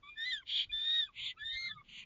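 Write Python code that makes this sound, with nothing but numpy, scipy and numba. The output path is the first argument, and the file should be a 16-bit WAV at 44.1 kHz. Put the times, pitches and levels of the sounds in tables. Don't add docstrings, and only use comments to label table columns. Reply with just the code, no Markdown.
import sys
import numpy as np
from scipy import signal
from scipy.fft import rfft, irfft
from scipy.io import wavfile
from numba import njit

SR = 44100
rng = np.random.default_rng(int(sys.argv[2]) if len(sys.argv) > 2 else 0)


def store_pcm(level_fs):
    pcm = np.round(np.clip(level_fs, -1, 1) * 32767).astype(np.int16)
    wavfile.write(sys.argv[1], SR, np.atleast_2d(pcm).T)


N = 90404
T = np.arange(N) / SR


def undb(db):
    return 10 ** (np.asarray(db) / 20)


def unit(x):
    return x / np.std(x)


def noise(colour):
    hz, db = np.array(colour, float).T
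    f = np.maximum(np.arange(N // 2 + 1) * SR / N, 1)
    gain = undb(np.interp(np.log(f), np.log(hz), db, left=db[0] - 30.0, right=-100))
    return unit(irfft(rfft(rng.standard_normal(N)) * gain, N))


def wander(hz, size=8192):
    f = np.arange(size // 2 + 1) * SR / N
    slow = irfft(rfft(rng.standard_normal(size)) / (1 + (f / hz) ** 4))
    return unit(np.interp(np.arange(N) * size / N, np.arange(size), slow))


def fade(times, db):
    outside = np.maximum(np.maximum(times[0] - T, T - times[-1]), 0)
    return undb(np.interp(T, times, db)) * np.exp(-outside / 0.00083)


def swell(start, length):
    return np.sin(np.pi * np.clip((T - start) / length, 0, 1))


def rough(phase, hz):
    return wander(hz) * np.sin(phase) + wander(hz) * np.cos(phase)


def flap(hz, jitter=.3):
    return np.cos(2 * np.pi * np.cumsum(hz * (1 + jitter * wander(hz))) / SR)


def vibrate(hz, jitter=.0047, jitter_hz=520):
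    return 2 * np.pi * np.cumsum(hz * (1 + jitter * wander(jitter_hz))) / SR


def partial(phase, shimmer_db=1.11, waver_db=.45):
    return np.sqrt(2) * np.sin(phase) * undb(shimmer_db * wander(hz=222.2) + waver_db * wander(hz=36))


@njit
def resonate(x, hz, width):
    y, band_state, low_state = np.empty(len(x)), 0., 0.
    for i in range(len(x)):
        g, damping = np.tan(np.pi * hz[i] / SR), width / hz[i]
        band = (band_state + g * (x[i] - low_state)) / (1 + g * (g + damping))
        band_state = 2 * band - band_state
        low_state += 2 * g * band
        y[i] = damping * band
    return y


# f/Hz, level/dB
WIND_EQ = [(25, 8), (110, -1), (250, -9), (400, -11.5), (800, -31.5)]
NEEDLE_EQ = [(300, -12.5), (1200, -8), (3000, -14), (7300, -26)]
# t/s, length/s, f/Hz, level/dB
GUSTS = [(.61, 0.2, 39.6, -60.5), (1.145, 0.2, 105, -65), (1.385, 0.1, 85, -64.5), (1.522, 0.058, 45, -59),
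         (1.611, 0.23, 135, -63.5), (1.82, .26, 188.7, -71)]


def forest():
    gusts = sum(undb(db) * swell(start, length) * rough(2 * np.pi * centre * T, hz=59.5)
                for start, length, centre, db in GUSTS)
    return undb(-72.5) * noise(WIND_EQ) + gusts + undb(-80) * noise(NEEDLE_EQ)


# delay/s, level/dB
REFLECTIONS = [(.0065, -11.5), (.019, -20.5)]


def trunk_echo(x, tail_db=-48.5, t60_s=.36):
    tail = rng.standard_normal(N) * undb(-60 * T / t60_s)
    tail /= np.sqrt(np.sum(tail ** 2))
    near = sum(undb(db) * np.interp(T - delay, T, x, left=0) for delay, db in REFLECTIONS)
    return near + undb(tail_db) * signal.fftconvolve(x, tail)[:N]


# t/s, level/dB
BREATH_ENVELOPE = [(0, -102), (0.041, -72.5), (0.098, -65.5), (.145, -77), (0.199, -62), (0.262, -50.5),
                   (.32, -49.5), (0.371, -55.5), (0.44, -92.5), (0.678, -80), (0.719, -60.5), (.8, -52),
                   (0.978, -47), (1.065, -59), (1.12, -91.5), (1.349, -108), (1.399, -59.5), (1.48, -65),
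                   (1.55, -54), (1.6, -64.5), (1.67, -60), (1.75, -70), (1.839, -99)]
# f/Hz, level/dB
BREATH_EQ = [(800, -56.5), (1200, -45.5), (1450, 0), (1700, -41.5), (2130, -19.5), (2750, -27.5),
             (3020, 4.5), (3170, -6), (3450, 13.5), (3900, 1.5), (4250, -30.5), (4600, -3.5), (5200, -21),
             (6500, -35), (7200, -6)]


def breath():
    times, db = np.array(BREATH_ENVELOPE).T
    return fade(times, db) * noise(BREATH_EQ)


# t/s, length/s, f/Hz, level/dB
PEEP_CUES = [(0.07, 0.088, 2405, -51), (0.692, 0.028, 2404, -47.5), (1.067, 0.029, 2485, -60.5),
             (1.298, 0.031, 2011, -53), (1.369, 0.06, 2380, -62.5), (1.773, 0.045, 2192, -59)]


def peeps():
    return sum(undb(db) * swell(start, length) * partial(vibrate(hz))
               for start, length, hz, db in PEEP_CUES)


# t/s, f/Hz, level/dB
SQUEAK_CURVES = [
    [(.016, 1139, -99), (.034, 1130, -58.5), (.095, 1181, -57.5), (.112, 1150, -85.5)],
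    [(.418, 1196, -79), (.432, 1037, -66), (.445, 990, -100)],
    [(1.078, 1264, -98.5), (1.092, 1207, -56), (1.112, 1054, -73)],
    [(1.358, 1232, -85), (1.378, 1320, -54.5), (1.398, 1400, -74.5)],
    [(1.69, 1174, -67.5), (1.72, 1296, -61.5), (1.745, 1292, -68), (1.776, 1207, -53.5), (1.8, 1152, -63.5),
     (1.818, 1150, -56)],
]
# first/dB, second/dB, third/dB
SQUEAK_TIMBRES = [
    [0, -4.5, -6],
    [0, 4.5, -0.5],
    [0, -17, -25.5],
    [0, -6.5, -18.5],
    [0, -43, -16.5],
]


def squeaks():
    out = 0
    for curve, timbre in zip(SQUEAK_CURVES, SQUEAK_TIMBRES):
        times, hz, db = np.array(curve).T
        phase = vibrate(np.interp(T, times, hz))
        tone = sum(undb(level) * partial(k * phase) for k, level in enumerate(timbre, 1))
        out += fade(times, db) * tone
    return out


# t/s, f/Hz, level/dB
SIDE_CURVES = [
    [(.2, 3044, -70), (.25, 3084, -55), (.29, 3340, -68.5), (.316, 3270, -38), (.335, 3090, -50.5)],
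    [(.16, 2440, -66.5), (.39, 2520, -73)],
    [(.78, 2450, -66.5), (1.01, 2470, -63)],
    [(1.59, 1330, -74.5), (1.66, 1427, -67), (1.69, 1380, -69)],
    [(1.44, 2940, -81), (1.5, 3040, -61), (1.545, 3166, -53.5), (1.57, 3280, -66)],
    [(1.49, 3833, -57.5), (1.54, 3890, -46), (1.61, 3890, -56), (1.675, 3923, -47), (1.71, 3910, -54)],
]


def side_tones(roughness=.9):
    out = 0
    for curve in SIDE_CURVES:
        times, hz, db = np.array(curve).T
        phase = vibrate(np.interp(T, times, hz))
        tone = np.sqrt(1 - roughness ** 2) * partial(phase) + roughness * rough(phase, hz=70)
        out += fade(times, db) * tone
    return out


# t/s, level/dB, f/Hz
HISS_CURVES = [
    [(.448, -83, 3100), (.47, -53.5, 3130), (.496, -40, 3236), (.555, -34.5, 3400), (.605, -32.5, 3386),
     (.63, -38, 3256), (.645, -45, 3170), (.662, -75, 2940), (.678, -69, 3100)],
    [(1.122, -80.5, 2448), (1.16, -55.5, 2604), (1.198, -42, 2867), (1.225, -43.5, 3187),
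     (1.264, -37, 3427), (1.31, -44.5, 3295), (1.33, -69.5, 2570), (1.346, -102, 2330)],
    [(1.84, -74, 3210), (1.882, -68, 3237), (1.894, -57, 3160), (1.95, -53.5, 3073), (1.995, -48.5, 3077),
     (2.028, -56, 2614), (2.04, -58.5, 2536)],
]
# f/Hz, level/dB
HISS_EQS = [
    [(700, -44.5), (950, -10), (1250, -34.5), (1500, -16.5), (1900, -11.5), (2450, -1.5), (2680, -17),
     (2980, -1), (3800, -3.5), (4150, -10.5), (4600, -6.5), (5150, -27.5), (5450, -17), (6200, -30),
     (6850, -13.5), (7250, -16)],
    [(950, -6), (1750, -28.5), (2100, 3), (2700, -3.5), (3750, 0.5), (4100, -8.5), (4600, -12), (5200, -56),
     (6200, -21.5), (6900, -9.5), (7250, -5)],
    [(950, -1.5), (1650, -17), (2050, 3), (3050, 2), (3950, -7), (4650, -5.5), (5250, -61), (5950, -10.5),
     (6950, -1.5), (7250, -3)],
]


def hisses(beak_width_hz=1680., lurch_hz=180, wheeze_full_db=-35.5, max_share=.75, rattle_depth=.42):
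    out = 0
    for curve, eq in zip(HISS_CURVES, HISS_EQS):
        times, db, hz = np.array(curve).T
        centre, effort = np.interp(T, times, hz), fade(times, db)
        bright = unit(resonate(noise(eq), centre, beak_width_hz))
        dull = unit(resonate(bright, centre, 2 * beak_width_hz))
        air = dull + effort / effort.max() * (bright - dull)
        wheeze = np.sqrt(2) * np.sin(vibrate(centre + lurch_hz * wander(hz=201.4)))
        share = max_share * np.clip(effort / undb(wheeze_full_db), 0, 1)
        puffs = 1 + rattle_depth * flap(hz=253)
        out += effort * (np.sqrt(1 - share) * air + np.sqrt(share) * puffs * wheeze)
    return out


# t/s, f/Hz, fundamental level/dB, octave level/dB
WHISTLE_CURVES = [
    [(.158, 1746, -65, -81), (.18, 1776, -45, -50), (.218, 1825, -43, -39.5), (.25, 1878, -46, -42.5),
     (.26, 2000, -43.5, -47), (.285, 2025, -40, -44), (.308, 2003, -45.5, -43), (.322, 2047, -48, -67.5)],
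    [(.31, 1930, -60, -54.5), (.322, 1885, -42, -39), (.338, 1789, -41.5, -36), (.36, 1723, -45.5, -47.5),
     (.382, 1593, -55.5, -46), (.4, 1605, -53.5, -59.5), (.422, 1370, -70.5, -89.5)],
    [(.716, 1718, -61.5, -48.5), (.736, 1778, -55, -36.5), (.77, 1771, -50, -39), (.825, 1793, -60, -37.5),
     (.87, 1838, -49.5, -35.5), (.91, 1853, -52.5, -34.5), (.955, 1880, -44.5, -31), (.998, 1856, -47, -32),
     (1.04, 1736, -49, -36.5), (1.056, 1734, -64.5, -49.5), (1.08, 1520, -62.5, -75.5)],
    [(1.385, 1684, -65.5, -66.5), (1.42, 1717, -45, -49), (1.44, 1790, -43, -54), (1.458, 1832, -60, -40.5),
     (1.48, 1815, -47, -39.5), (1.502, 1850, -55, -41.5), (1.555, 1831, -49, -46.5),
     (1.585, 1776, -60.5, -67.5)],
    [(1.51, 2012, -57, -66), (1.54, 2095, -51.5, -54.5), (1.572, 2108, -40.5, -47.5),
     (1.61, 2124, -46.5, -44), (1.66, 2107, -41, -45), (1.684, 2080, -40, -52), (1.697, 2122, -71, -56)],
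    [(1.686, 1810, -57, -53.5), (1.702, 1753, -51, -49.5), (1.716, 1746, -43, -41),
     (1.738, 1690, -72, -60.5)],
]
# third partial/dB, fourth partial/dB, rasp/dB
WHISTLE_BALANCE = [(-24, -33, -28.5), (-30, -25, -17.5), (-36, -53.5, -33), (-37.5, -32.5, -30),
                   (-19.5, -41, -22), (-51, -61, -38.5)]
# t/s, length/s, rate/Hz, depth/0-1
FLUTTER_CUES = [(0.28, 0.05, 250, 0.17), (0.907, 0.11, 171, 0.01), (1.48, 0.033, 226, 0.1)]


def whistles(breakup_hz=80, rasp_below_hz=50, rasp_width_hz=430):
    out = 0
    flutter = 1 + sum(depth * swell(start, length) * flap(hz)
                      for start, length, hz, depth in FLUTTER_CUES)
    for curve, (third_db, fourth_db, rasp_db) in zip(WHISTLE_CURVES, WHISTLE_BALANCE):
        times, hz, fundamental_db, octave_db = np.array(curve).T
        phase = vibrate(np.interp(T, times, hz))
        overtones = 0
        for k, db in [(2, 0), (3, third_db), (4, fourth_db)]:
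            tone = partial(k * phase) if k == 2 else rough(k * phase, breakup_hz)
            rasp = rough(k * phase - 2 * np.pi * rasp_below_hz * T, rasp_width_hz)
            overtones += undb(db) * (tone + undb(rasp_db) * rasp)
        out += fade(times, fundamental_db) * partial(phase)
        out += fade(times, octave_db) * overtones * flutter
    return out


def scene():
    stork = whistles() + side_tones() + squeaks() + peeps() + breath() + hisses()
    return (stork + trunk_echo(stork) + forest())[None]


def record(dry):
    cutoff_hz = 7270
    return signal.sosfilt(signal.ellip(10, .2, 70, cutoff_hz, fs=SR, output="sos"), dry)


dry = scene()
out = record(dry)
store_pcm(out)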